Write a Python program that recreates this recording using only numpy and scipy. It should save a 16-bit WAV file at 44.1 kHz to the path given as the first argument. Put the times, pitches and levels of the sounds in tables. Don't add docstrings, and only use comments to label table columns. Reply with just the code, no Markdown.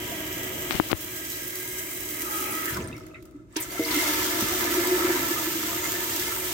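import sys
import numpy as np
from scipy import signal
from scipy.fft import rfft, irfft
from scipy.io import wavfile
from scipy.ndimage import uniform_filter1d, minimum_filter1d, map_coordinates

SR = 44100
rng = np.random.default_rng(int(sys.argv[2]) if len(sys.argv) > 2 else 0)


def store_pcm(level_fs):
    pcm = np.round(np.clip(level_fs, -1, 1) * 32767).astype(np.int16)
    wavfile.write(sys.argv[1], SR, np.atleast_2d(pcm).T)


N = 287973
TIME = np.arange(N) / SR
FREQ = np.maximum(np.arange(N // 2 + 1) * SR / N, 1)


def undb(db):
    return 10 ** (np.asarray(db) / 20)


def shape(x, response):
    return irfft(rfft(x) * response, N)


def unit(x, lo=1, hi=SR):
    return x / shape(x, (FREQ >= lo) & (FREQ <= hi)).std()


def low_cut(hz, order):
    return 1 / (1 + (hz / FREQ) ** order)


def high_cut(hz, order):
    return 1 / (1 + (FREQ / hz) ** order)


def detuning(hz, width):
    return (FREQ / hz - hz / FREQ) * hz / width


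def resonance(hz, width):
    return 1 / (1 + 1j * detuning(hz, width))


def body(modes, port=0):
    power = 0
    for hz, width, db, *lean in modes:
        power = power + undb(2 * db + port * sum(lean)) / (1 + detuning(hz, width) ** 2)
    return np.sqrt(power)


def add(out, s, sound):
    i = int(np.clip(s * SR, 0, N - 1))
    out[..., i:i + sound.shape[-1]] += sound[..., :N - i]


def follow(curve, column=1):
    columns = np.transpose(curve)
    return np.interp(TIME, columns[0], columns[column])


def walk(rate):
    hold = max(int(SR / rate), 1)
    steps = np.repeat(rng.standard_normal(N // hold + 1), hold)
    return 0.44 * uniform_filter1d(steps, hold)[:N]


def noise():
    return rng.standard_normal((2, N))


def ports(x, apart_hz=900):
    apart = np.minimum(FREQ / apart_hz, 1) ** 1.17
    side = shape(x[1], apart)
    return shape(x[0], np.sqrt(2 - apart ** 2)) + np.array([side, -side])


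def bubble(hz, cycles, glide):
    age = np.arange(int(5 * cycles / hz * SR) + 2) * hz / SR / cycles
    return np.exp(-age) * np.sin(2 * np.pi * cycles * (age + glide * age ** 2 / 2))


def bubbles(lo_hz, hi_hz, cycles, spread_db, count, glide=0.028):
    out = np.zeros((2, N))
    for when, size, loud, place in rng.random((count, 4)):
        gain = undb(-spread_db * np.log(.02 + .98 * loud))
        ears = np.array([[np.cos(2 * np.pi * place)], [np.sin(2 * np.pi * place)]])
        hz = lo_hz * (hi_hz / lo_hz) ** size
        add(out, when * N / SR, gain * ears * bubble(hz, cycles, glide))
    return unit(out)


def bursts(rows, source):
    out = np.zeros_like(source)
    for s, length, db, hz, width in rows:
        age = np.maximum(TIME - s, 0) / (length / 4)
        band = unit(shape(source, np.abs(resonance(hz, width)) ** 2))
        out += undb(db) * age * np.exp(1 - age) * band
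    return out


def swell(start, end, rise_db_per_s, fall_db_per_s):
    before, after = np.maximum(start - TIME, 0), np.maximum(TIME - end, 0)
    return undb(-rise_db_per_s * before - fall_db_per_s * after)


def gliding(curve, width_hz):
    turn = 2 * np.pi * np.cumsum(follow(curve, 2)) / SR
    a, b = (shape(noise(), high_cut(width_hz / 2, 4)) for _ in range(2))
    band = unit(a * np.cos(turn) + b * np.sin(turn))
    return band * undb(follow(curve)) * swell(curve[0][0], curve[-1][0], 300, 300)


def drift(x, share=0.00895, rate=5):
    at = np.cumsum(1 + share * walk(rate))
    return np.array([map_coordinates(ear, [at], order=3, mode="mirror") for ear in x])


def walls(x, t60=0.16, wet_db=-5):
    t = TIME[:SR // 3]
    tail = rng.standard_normal((2, len(t))) * undb(-60 * t / t60)
    tail *= undb(wet_db) / np.sqrt(np.sum(tail[0] ** 2))
    return x + signal.fftconvolve(x, tail, axes=1)[:, :N]


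def settle(db, fall_db_per_s):
    calming = fall_db_per_s * TIME
    return np.maximum.accumulate(db + calming) - calming


# (time [s], level [dB])
VALVE_FLOW = [(0, -36.5), (0.9, -36), (2.05, -35), (2.35, -33), (2.73, -34.5), (2.80, -46), (2.87, -54),
              (3.48, -72.5), (3.54, -56), (3.585, -49), (3.61, -40), (3.68, -42.5), (3.74, -37.5),
              (3.82, -37), (3.92, -30.5), (4.7, -31), (6.5, -32.5)]
# (time [s], level [dB])
JET_STIR = [(0, -3.5), (0.7, -3), (1.05, -8.5), (2.05, -7.5), (2.55, -4.5), (3.62, 0), (3.85, -3.5),
            (3.97, -1), (4.4, -0.5), (5.1, 2), (5.5, -3), (6.5, -3.5)]


def water_levels(churn_fall_db_per_s=59, slosh_fall_db_per_s=16, slosh_per_stir=0.99):
    flow, stir = follow(VALVE_FLOW), follow(JET_STIR)
    churn = settle(flow + stir, churn_fall_db_per_s)
    slosh = settle(flow + slosh_per_stir * stir, slosh_fall_db_per_s)
    return flow, churn, slosh


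# (centre [Hz], width [Hz], level [dB])
FIRST_HISS_MODES = [(3130, 630, -4), (3910, 130, -2.5), (4650, 130, -5.5), (5280, 220, -2),
                    (6280, 320, -0.5), (7000, 480, -4), (7870, 490, 0), (8750, 230, -0.5),
                    (10610, 560, -3.5), (11850, 560, 0), (12840, 800, -0.5), (14400, 710, 0),
                    (15040, 810, 3)]
SECOND_HISS_MODES = [(2810, 770, 1), (3610, 390, -1), (4660, 370, -5.5), (5680, 1900, -3.5),
                     (6740, 750, -2.5), (7930, 630, -2.5), (8760, 230, -1), (10820, 570, -6),
                     (12060, 540, -3), (12760, 680, 1), (14300, 990, -3.5), (14970, 1240, 0.5)]


def spray(modes, crackle_db, flutter_db, tilt_db, count):
    snaps = np.zeros(N)
    when, size = rng.random((count, 2)).T
    snaps[(when * N).astype(int)] = (.01 + size) ** -.9
    burst = signal.lfilter([1], [1, -np.exp(-1 / (0.00058 * SR))], snaps)
    crackle = shape(noise() * np.sqrt(burst / burst.mean()), np.minimum(FREQ / 12000, 1) ** 0.3)
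    jet = walls(noise() + undb(crackle_db) * crackle, t60=.09, wet_db=-6)
    beam = undb(np.array([[-.5], [.5]]) * tilt_db * np.minimum(FREQ / 13000, 1) ** 2)
    fluttering = jet * undb(flutter_db * walk(45))
    hiss = shape(fluttering, body(modes) * beam * low_cut(1800, 6))
    return unit(drift(hiss, share=.015), 5000, 15500)


# (centre [Hz], width [Hz], level [dB])
CAVITY_MODES = [(234.4, 9, -9), (267.8, 5.9, -6), (299.9, 5.2, -2), (321, 19, -4), (324.5, 24, -8),
                (367.3, 5.4, 4.5)]
# (centre [Hz], width [Hz], level [dB], lean to the left port [dB, scaled by the port factor])
FIRST_AIR_MODES = [(454, 9.3, -3.5, 23), (524, 5.8, -3, -7), (547, 8.4, -9, -8), (585, 28, -5, 18),
                   (651.6, 19, -3.5, -11), (725, 150, -17.5, 5), (900, 37, -7, 8), (965, 8.4, 4, 0),
                   (1070, 8.3, -16, -17), (1163, 42, -6.5, -3.5), (1272, 18, -3, 16.5),
                   (1325, 110, -10.5, -7.5), (1695, 144, -4, 7), (1625, 35, -4.5, -12.5),
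                   (1945, 20, 1.5, -10), (2010, 24, -2.5, 13), (2110, 58, 2, -2.5), (2334, 80, 0, -0.5),
                   (2590, 140, -7, 5), (2840, 160, -7.5, 12), (3270, 24, -3.5, 10)]
SECOND_AIR_MODES = [(443, 25, -14, 19), (462, 13, -3, 21), (545, 11.5, -6, 28), (592, 31, -7, -15.5),
                    (656, 5.9, -4.5, 8), (684, 6.3, -0.5, 21), (745, 14, -36, -8), (854, 14, -12, -12),
                    (906.5, 6.7, 1.5, 13.5), (930, 15, 3, -2), (991, 7.5, 5.5, 6.5), (1140, 44, -6, -7),
                    (1230, 45, -15, -1), (1228, 36, -0.5, 7.5), (1283, 16, -1, 3), (1337, 28, 3, -7.5),
                    (1440, 36, -8, 8), (1590, 130, -3.5, -6), (1740, 19, 3.5, -10), (1870, 56, -18, -6),
                    (1955, 140, -2, -1), (2089, 67, 0, -9), (2260, 50, -21, -1), (2306, 51, -3.5, 10.5),
                    (2500, 60, -11, 10), (3030, 5000, -17, 12)]


def inflow(levels, hiss, modes, hiss_db, churn_db, slosh_db, bubble_db, surge_db, dulling=0.43):
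    hiss_level, churn_level, slosh_level = undb(levels)
    top = shape(hiss, low_cut(9500, 6))
    hiss = hiss - top * (1 - (hiss_level / hiss_level.max()) ** dulling)

    swarm = bubbles(592.0, 5110, cycles=5.0, spread_db=1.5, count=2600)
    froth = noise() + undb(bubble_db) * unit(np.diff(swarm, prepend=0))
    tank = np.array([body(modes, 0.9), body(modes, -1.6)]) * low_cut(350, 4)
    surging = ports(froth * undb(surge_db * walk(22)))
    churn = unit(drift(shape(surging, tank), share=0.002985))

    slosh = unit(shape(ports(noise()), body(CAVITY_MODES) * np.abs(resonance(345, 390))))
    slosh /= np.sqrt(uniform_filter1d(np.mean(slosh ** 2, 0), SR // 12) + 0.6)
    return (hiss * hiss_level * undb(hiss_db) + churn * churn_level * undb(churn_db)
            + slosh * slosh_level * undb(slosh_db))


# (time [s], middle band [dB], high band [dB])
RUSH_BAND_LEVELS = [(0, 1, -1.5), (.6, -1.5, -7), (.8, -0.5, 0), (1.33, 1, -1), (1.85, -2, 1),
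                    (2.55, 0.5, 1.5), (3.68, -3.5, -1), (4, 1.5, 2), (5.3, -1.3, -3.5), (6.1, -2, -2.5),
                    (6.28, 0, 2), (6.38, -6, -1), (6.52, 1, 2)]
# (centre [Hz], width [Hz])
RUSH_BAND_SHAPES = [(4600, 3700), (10000, 1700)]


def colour_bands(x):
    out = x
    for column, (hz, width) in enumerate(RUSH_BAND_SHAPES, start=1):
        band = shape(x, 1 / (1 + (2 * (FREQ - hz) / width) ** 4))
        out = out + (undb(follow(RUSH_BAND_LEVELS, column)) - 1) * band
    return out


def back_wall(x, wall_path_m=.42, sway_m=.035, wall_db=-13.5):
    lag = (wall_path_m + sway_m * walk(2.5)) / 343 * SR  # samples, at 343 m/s
    hiss = shape(x, low_cut(3000, 6))
    sample = np.arange(N)
    mirrored = np.array([np.interp(sample - lag, sample, ear) for ear in hiss])
    return x + undb(wall_db) * mirrored


# (centre [Hz], width [Hz], level [dB])
ROOM_MODES = [(55.8, 11, 2.5), (98.6, 25, 0.5), (120, 12, 4), (174, 27, -7), (194, 35, -7)]


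def pipes(slosh_db, rumble_db=-50, rumble_at_db=-41, rumble_per_slosh=0.43, side_db=-9):
    mid, side = unit(shape(noise(), body(ROOM_MODES) * high_cut(300, 4) * low_cut(32, 4)))
    level = undb(rumble_db + rumble_per_slosh * (slosh_db - rumble_at_db))
    return level * (mid + undb(side_db) * np.array([side, -side]))


# (centre [Hz], width [Hz], level [dB])
OVERFLOW_PIPE_MODES = [(120, 380, 3), (633, 110, -4.5), (3060, 600, 3)]


def overflow(until_s=0.77, level_db=-41, fall_db_per_s=30):
    stream = ports(noise())
    ringing = 0
    for hz, width, db in OVERFLOW_PIPE_MODES:
        ringing = ringing + undb(db) * unit(shape(stream, np.abs(resonance(hz, width)) ** 2))
    return undb(level_db) * unit(ringing) * swell(0, until_s, 0, fall_db_per_s)


# (time [s], length [s], level [dB], centre [Hz], width before squaring [Hz])
NOISE_SWELLS = [(0.105, 0.064, -37, 647, 90), (1.32, .04, -44, 4050, 400), (1.472, .02, -32, 14500, 3000),
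                (2.505, .04, -34, 10800, 900), (2.70, 0.3, -35.5, 105, 79.6), (2.75, 0.21, -39, 282, 234),
                (2.77, 0.076, -42, 990, 70), (2.8, 0.024, -41, 2570, 700), (2.94, 0.056, -48, 2150, 250),
                 (3.141, 0.052, -45, 2110, 450), (3.148, 0.06, -54, 1330, 101),
                (3.384, .035, -59, 1320, 140), (3.557, 0.051, -32, 2460, 3000),
                (3.5635, 0.0092, -27.5, 5700, 1500), (3.565, 0.04, -37, 950, 69.5),
                (3.598, 0.043, -30.5, 13300, 6000), (3.59, .08, -43, 2070, 260),
                (3.606, .035, -37, 8250, 250), (3.622, 0.03, -35.5, 6860, 2000),
                (3.708, 0.077, -39.5, 690, 100), (3.846, 0.02, -31.5, 4800, 1100),
                (3.906, 0.023, -28.5, 4160, 1500), (3.93, 0.095, -33, 2900, 2200),
                (4.42, 0.035, -29, 191, 200), (5.09, 0.04, -35.5, 570, 90)]


def noise_swells():
    return bursts(NOISE_SWELLS, ports(noise()))


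# (time [s], length [s], level [dB], centre [Hz], width before squaring [Hz])
FINGER_RUBS = [(.707, 0.046, -29, 2270, 2950), (.709, 0.079, -31.5, 297, 600),
               (.7135, 0.0046, -34, 3150, 1500), (.7235, .002, -30, 5500, 4000),
               (.735, 0.19, -35, 2900, 3000), (.7545, .002, -29, 4500, 5000), (.744, 0.023, -23, 80, 70),
               (.751, 0.005, -29, 350, 700), (.896, 0.066, -27, 800, 1800), (.903, 0.0021, -37, 4460, 4000),
               (.9175, 0.0026, -31, 4500, 4000), (.9145, 0.0017, -29, 6000, 10000),
               (.93, 0.026, -18, 68, 50)]
# (time [s], level [dB], push length [s], rebound length [s], share of port ring [ratio])
FINGER_SNAPS = [(0.7092, -3.5, 0.00007, 0.000089, 0.14), (0.7995, 5, 0.00018, 0.00021, 0.39),
                (0.7996, -13, 0.00005, 0.00005, 0.27), (0.8002, -6.5, 0.00035, 0.00057, 1.6),
                (0.9155, -5, 0.000043, 0.000059, 0), (0.9157, -8, 0.000059, 0.0005, 0.45),
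                (0.93, 10, 0.0001, 0.00053, 0.28)]


def finger(port_hz=320, port_s=0.0047, leak_hz=110, rebound=0.8):
    out, t = np.zeros(N), TIME[:SR // 20]
    for s, db, push, recover, share in FINGER_SNAPS:
        suction = -np.exp(-(t / push - 2) ** 2)
        after = np.maximum(t - 3 * push, 0)
        swing = rebound * np.sqrt(push / recover) * after / recover * np.exp(1 - after / recover)
        ring = share * np.exp(-after / port_s) * np.sin(2 * np.pi * port_hz * after)
        add(out, s - 2 * push, undb(db) * (suction + swing + ring))
    snaps = shape(out, high_cut(6500, 6) / (1 + leak_hz / (1j * FREQ)))
    rubs = bursts(FINGER_RUBS, noise()[0] * undb(2.2 * walk(400)))
    return np.array([snaps + rubs, np.zeros(N)])


# (start [s], end [s], level [dB], pitch [Hz], width before squaring [Hz])
VALVE_NOTES = [(1.115, 1.852, -47.5, 1621, 58), (1.5, 2.15, -48, 2090, 170), (2.274, 2.65, -37, 1278, 103),
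               (2.293, 2.488, -47, 844, 50), (3.72, 3.78, -43, 2056, 170), (3.79, 4.07, -36.5, 2107, 100),
               (5.84, 5.9, -38.5, 6780, 250.2)]
# (time [s], level [dB], centre [Hz])
CLOSING_RASP = [(2.38, -62, 2700), (2.46, -39, 2380), (2.56, -47, 2280), (2.62, -50, 1900),
                (2.68, -33, 1780), (2.75, -44, 1600), (2.775, -29.5, 1202), (2.8, -56, 1005)]
# (time [s], level [dB], pitch [Hz])
OPENING_WHISTLE = [(3.68, -52, 12100), (3.71, -44, 11700), (3.735, -45, 10800), (3.76, -52, 10600)]


def valve_song(rise_db_per_s=252, fall_db_per_s=125, needs_flow_db=-35.5):
    held = 0
    for start, end, db, hz, width in VALVE_NOTES:
        note = unit(shape(noise(), resonance(hz, width) ** 2))
        held = held + undb(db) * swell(start, end, rise_db_per_s, fall_db_per_s) * note
    flowing = np.minimum(undb(water_levels()[0] - needs_flow_db), 1)
    rasp = gliding(CLOSING_RASP, width_hz=620) * undb(1.8 * walk(60))
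    whistle = gliding(OPENING_WHISTLE, width_hz=350)
    return held * flowing + rasp + whistle


def gurgle(churn_db, gurgle_db=-14):
    large = bubbles(596, 2390, cycles=12.0, spread_db=2.5, count=650, glide=0.014)
    return walls(large, t60=0.15, wet_db=-16.5) * undb(churn_db + gurgle_db)


def splashes(churn_db, splash_db=-7.0):
    slaps = bubbles(700, 2700, cycles=1.9, spread_db=3, count=1700) * undb(2.3 * walk(14))
    tank = np.array([body(SECOND_AIR_MODES, 1), body(SECOND_AIR_MODES, -0.6)]) * low_cut(500, 6)
    return unit(drift(shape(slaps, tank), share=0.006)) * undb(churn_db + splash_db)


# (time [s], level [dB], starting pitch [Hz])
CLEAR_DRIPS = [(2.746, -24, 5230), (2.7662, -25, 7700), (2.769, -33, 5100), (2.812, -32, 7600),
               (2.822, -27, 6200), (2.841, -32, 5060), (2.843, -29, 8800), (2.8744, -22, 8500),
               (2.9273, -32.5, 2605), (2.928, -37, 3730), (2.9662, -36, 5400), (3.0155, -39, 5400),
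               (3.1113, -43, 2560), (3.145, -34, 2550), (3.146, -44, 3730), (3.5259, -38, 7700),
               (3.706, -28.5, 4570), (3.775, -29, 1330), (3.851, -25, 4660), (3.911, -23, 4200)]
# (time of peak [s], level [dB])
VALVE_SPITS = [(2.745, -19), (2.771, -19), (2.884, -29), (2.966, -34), (2.9797, -34), (3.0664, -33.5),
               (3.226, -37), (3.255, -36), (3.3109, -45), (3.569, -12.5)]


def drips(drip_db=-4, spit_db=-5, cycles=14, spit_s=0.0021, rise_s=0.00057):
    out, age = np.zeros((2, N)), TIME[:SR // 20] / spit_s
    for s, db, hz in CLEAR_DRIPS:
        plink = bubble(hz, cycles, 0.016)
        onset = 1 - np.exp(-TIME[:len(plink)] / rise_s)
        add(out, s, undb(db + drip_db + rng.normal(0, 2.0, (2, 1))) * plink * onset)
    for s, db in VALVE_SPITS:
        puff = age * np.exp(-age) * rng.standard_normal((2, len(age)))
        add(out, s - spit_s, undb(db + spit_db) * puff)
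    return walls(out)


# (centre [Hz], width [Hz], level [dB])
BELOW_VALVE_MODES = [(487, 76, -4.5), (632, 18, 5), (1284, 90, 2), (2080, 79, -2), (2600, 110, -9),
                     (3700, 230, -22)]


def trickle(start_s=2.755, level_db=-43, rise_db_per_s=328, fall_db_per_s=31,
            tick_db=-12, tick_fall_db_per_s=16):
    spurts = bubbles(380, 5500, cycles=1.5, spread_db=-1.5, count=6000) * undb(3 * walk(29.6))
    ringing = unit(shape(spurts, body(BELOW_VALVE_MODES) * low_cut(400, 4)))
    droplets = walls(bubbles(1880, 6000, cycles=5.5, spread_db=5.0, count=600))
    ticks = droplets * undb(tick_db) * swell(0, start_s, 0, tick_fall_db_per_s)
    return undb(level_db) * (ringing + ticks) * swell(start_s, start_s, rise_db_per_s, fall_db_per_s)


# (time [s], peak level [dB], starting pitch [Hz], swell [s])
AIR_GULPS = [(2.96, -37, 317, 0.012), (3.06, -43, 330, .011), (3.222, -42.5, 314, .01),
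             (3.343, -35.5, 287, 0.014), (3.388, -44, 309, .014), (3.964, -21.5, 298, .011),
             (4.695, -24.5, 345, 0.011), (4.772, -19.5, 347, 0.014), (4.905, -21, 355, 0.02),
             (4.952, -27, 357, 0.0095), (5.005, -20.5, 354.4, 0.014), (5.044, -19, 339, 0.0088),
             (5.09, -17.5, 345, 0.012), (5.308, -26, 333.2, 0.0091), (5.47, -25.5, 342, 0.012),
             (5.545, -29, 330, 0.013)]


def gulps(glide=0.15):
    out, t = np.zeros(N), TIME[:SR // 10]
    for s, db, hz, swell_s in AIR_GULPS:
        envelope = (t / swell_s * np.exp(1 - t / swell_s)) ** 2
        add(out, s, undb(db) * envelope * np.sin(2 * np.pi * hz * t * (1 + glide * t)))
    return out


# (time [s], level [dB], share of long ring [0-1])
TANK_KNOCKS = [(3.563, -17.5, 0), (3.794, -11.5, 0.74)]
# (pitch [Hz], level [dB], 60 dB decay [s])
THUD_MODES = [(319, 3.5, 0.077), (380, -8.5, 0.095), (514, -24, 0.077), (670, -33.5, 0.055)]
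RING_MODES = [(465, -10, 0.29), (648, -17.5, 0.38)]


def knocks(low_hz=210, contact_s=0.0025):
    out, t = np.zeros(N), TIME[:SR // 2]

    def struck(modes):
        return sum(undb(db - 60 * t / t60) * np.sin(2 * np.pi * hz * t) for hz, db, t60 in modes)

    thud, ring = struck(THUD_MODES), struck(RING_MODES)
    for s, db, share in TANK_KNOCKS:
        add(out, s, undb(db) * (thud + share * ring) * (1 - np.exp(-t / contact_s)))
    return shape(out, 1 / (1 + low_hz / (1j * FREQ)) ** 2)


# (time [s], level [dB], pitch [Hz])
AIR_HUM = [(3.85, -41, 303), (3.97, -34, 303), (4.3, -40.5, 313.7), (4.55, -36, 338), (4.8, -30, 355.8),
           (5.08, -32.5, 361.3), (5.25, -33.5, 351), (5.45, -44, 325.4), (5.9, -38.5, 331.4),
           (6.2, -39, 355), (6.5, -53, 354.3)]


def tank_hum(steady=0.22, width_hz=23):
    hum = gliding(AIR_HUM, width_hz)[0]
    drive = undb(follow(AIR_HUM))
    return hum / np.sqrt(uniform_filter1d((hum / drive) ** 2, SR // 40) + steady)


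# (time [s], level [dB], pitch [Hz])
BUBBLE_CLUSTERS = [(3.899, -26, 1960), (3.935, -26, 1370), (3.985, -16.5, 2030), (4.015, -27, 2600),
                   (4.05, -19, 2150), (4.054, -20, 1346), (4.123, -23, 1700), (4.189, -36, 1350),
                   (4.215, -24, 967), (4.988, -20, 1281), (5.103, -22, 1730), (5.145, -24, 986),
                   (5.355, -22, 1237), (5.498, -30, 1744), (5.632, -34, 1986), (5.68, -28, 985),
                   (5.775, -24, 2030), (5.838, -20, 2073), (5.944, -22, 1770), (6.11, -28, 1813),
                   (6.202, -22, 1720), (6.262, -26, 2050), (6.297, -24, 1760)]


def blubs(blub_db=-4.5, spread_s=0.03, scatter=0.021, cycles=11, fade_db=4, count=4):
    out = np.zeros((2, N))
    for s, db, hz in BUBBLE_CLUSTERS:
        for k, (late, size, place) in enumerate(rng.random((count, 3))):
            along = (k + late) / count
            ears = np.array([[np.cos(place * np.pi / 2)], [np.sin(place * np.pi / 2)]])
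            blub = bubble(hz * (1 + scatter * (2 * size - 1)), cycles, 0.0068)
            add(out, s + spread_s * along, undb(db + blub_db - fade_db * along) * ears * blub)
    return walls(out, t60=0.23, wet_db=-8)


# (start [s], end [s])
HANDOVER_SPAN = (2.72, 2.82)


def scene():
    handover = np.interp(TIME, HANDOVER_SPAN, [0, 1])
    levels = water_levels()
    _, churn, slosh = levels
    first_jet = spray(FIRST_HISS_MODES, crackle_db=-4.0, flutter_db=3.0, tilt_db=2.5, count=2200)
    second_jet = spray(SECOND_HISS_MODES, crackle_db=-5.5, flutter_db=2.16, tilt_db=3.0, count=2200)
    first = inflow(levels, first_jet, FIRST_AIR_MODES, hiss_db=1.3, churn_db=1.5, slosh_db=2.5,
                   bubble_db=-16.0, surge_db=1.5)
    second = inflow(levels, second_jet, SECOND_AIR_MODES, hiss_db=1.5, churn_db=-1.0, slosh_db=-0.5,
                    bubble_db=-11, surge_db=1.5)
    second = second + gurgle(churn) + splashes(churn) + tank_hum()
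    water = np.sqrt(1 - handover) * first + np.sqrt(handover) * second
    rush = colour_bands(back_wall(water))
    return (rush + pipes(slosh) + overflow() + noise_swells() + finger() + valve_song()
            + drips() + trickle() + gulps() + knocks() + blubs())


def limiter(x, ceiling=0.84, ahead_s=0.0063, release_s=0.03):
    over = np.log(np.maximum(np.abs(x).max(0) / ceiling, 1))
    ahead = -minimum_filter1d(-over, 2 * int(ahead_s * SR) + 1)
    fade = np.exp(-TIME / release_s)
    held = np.maximum.accumulate(ahead / fade) * fade
    return x * np.exp(-uniform_filter1d(held, size=64))


def record(dry, top_hz=15900):
    top_cut = signal.ellip(12, .2, 80, top_hz, fs=SR, output="sos")
    return signal.sosfilt(top_cut, limiter(dry))


dry = scene()
out = record(dry)
store_pcm(out)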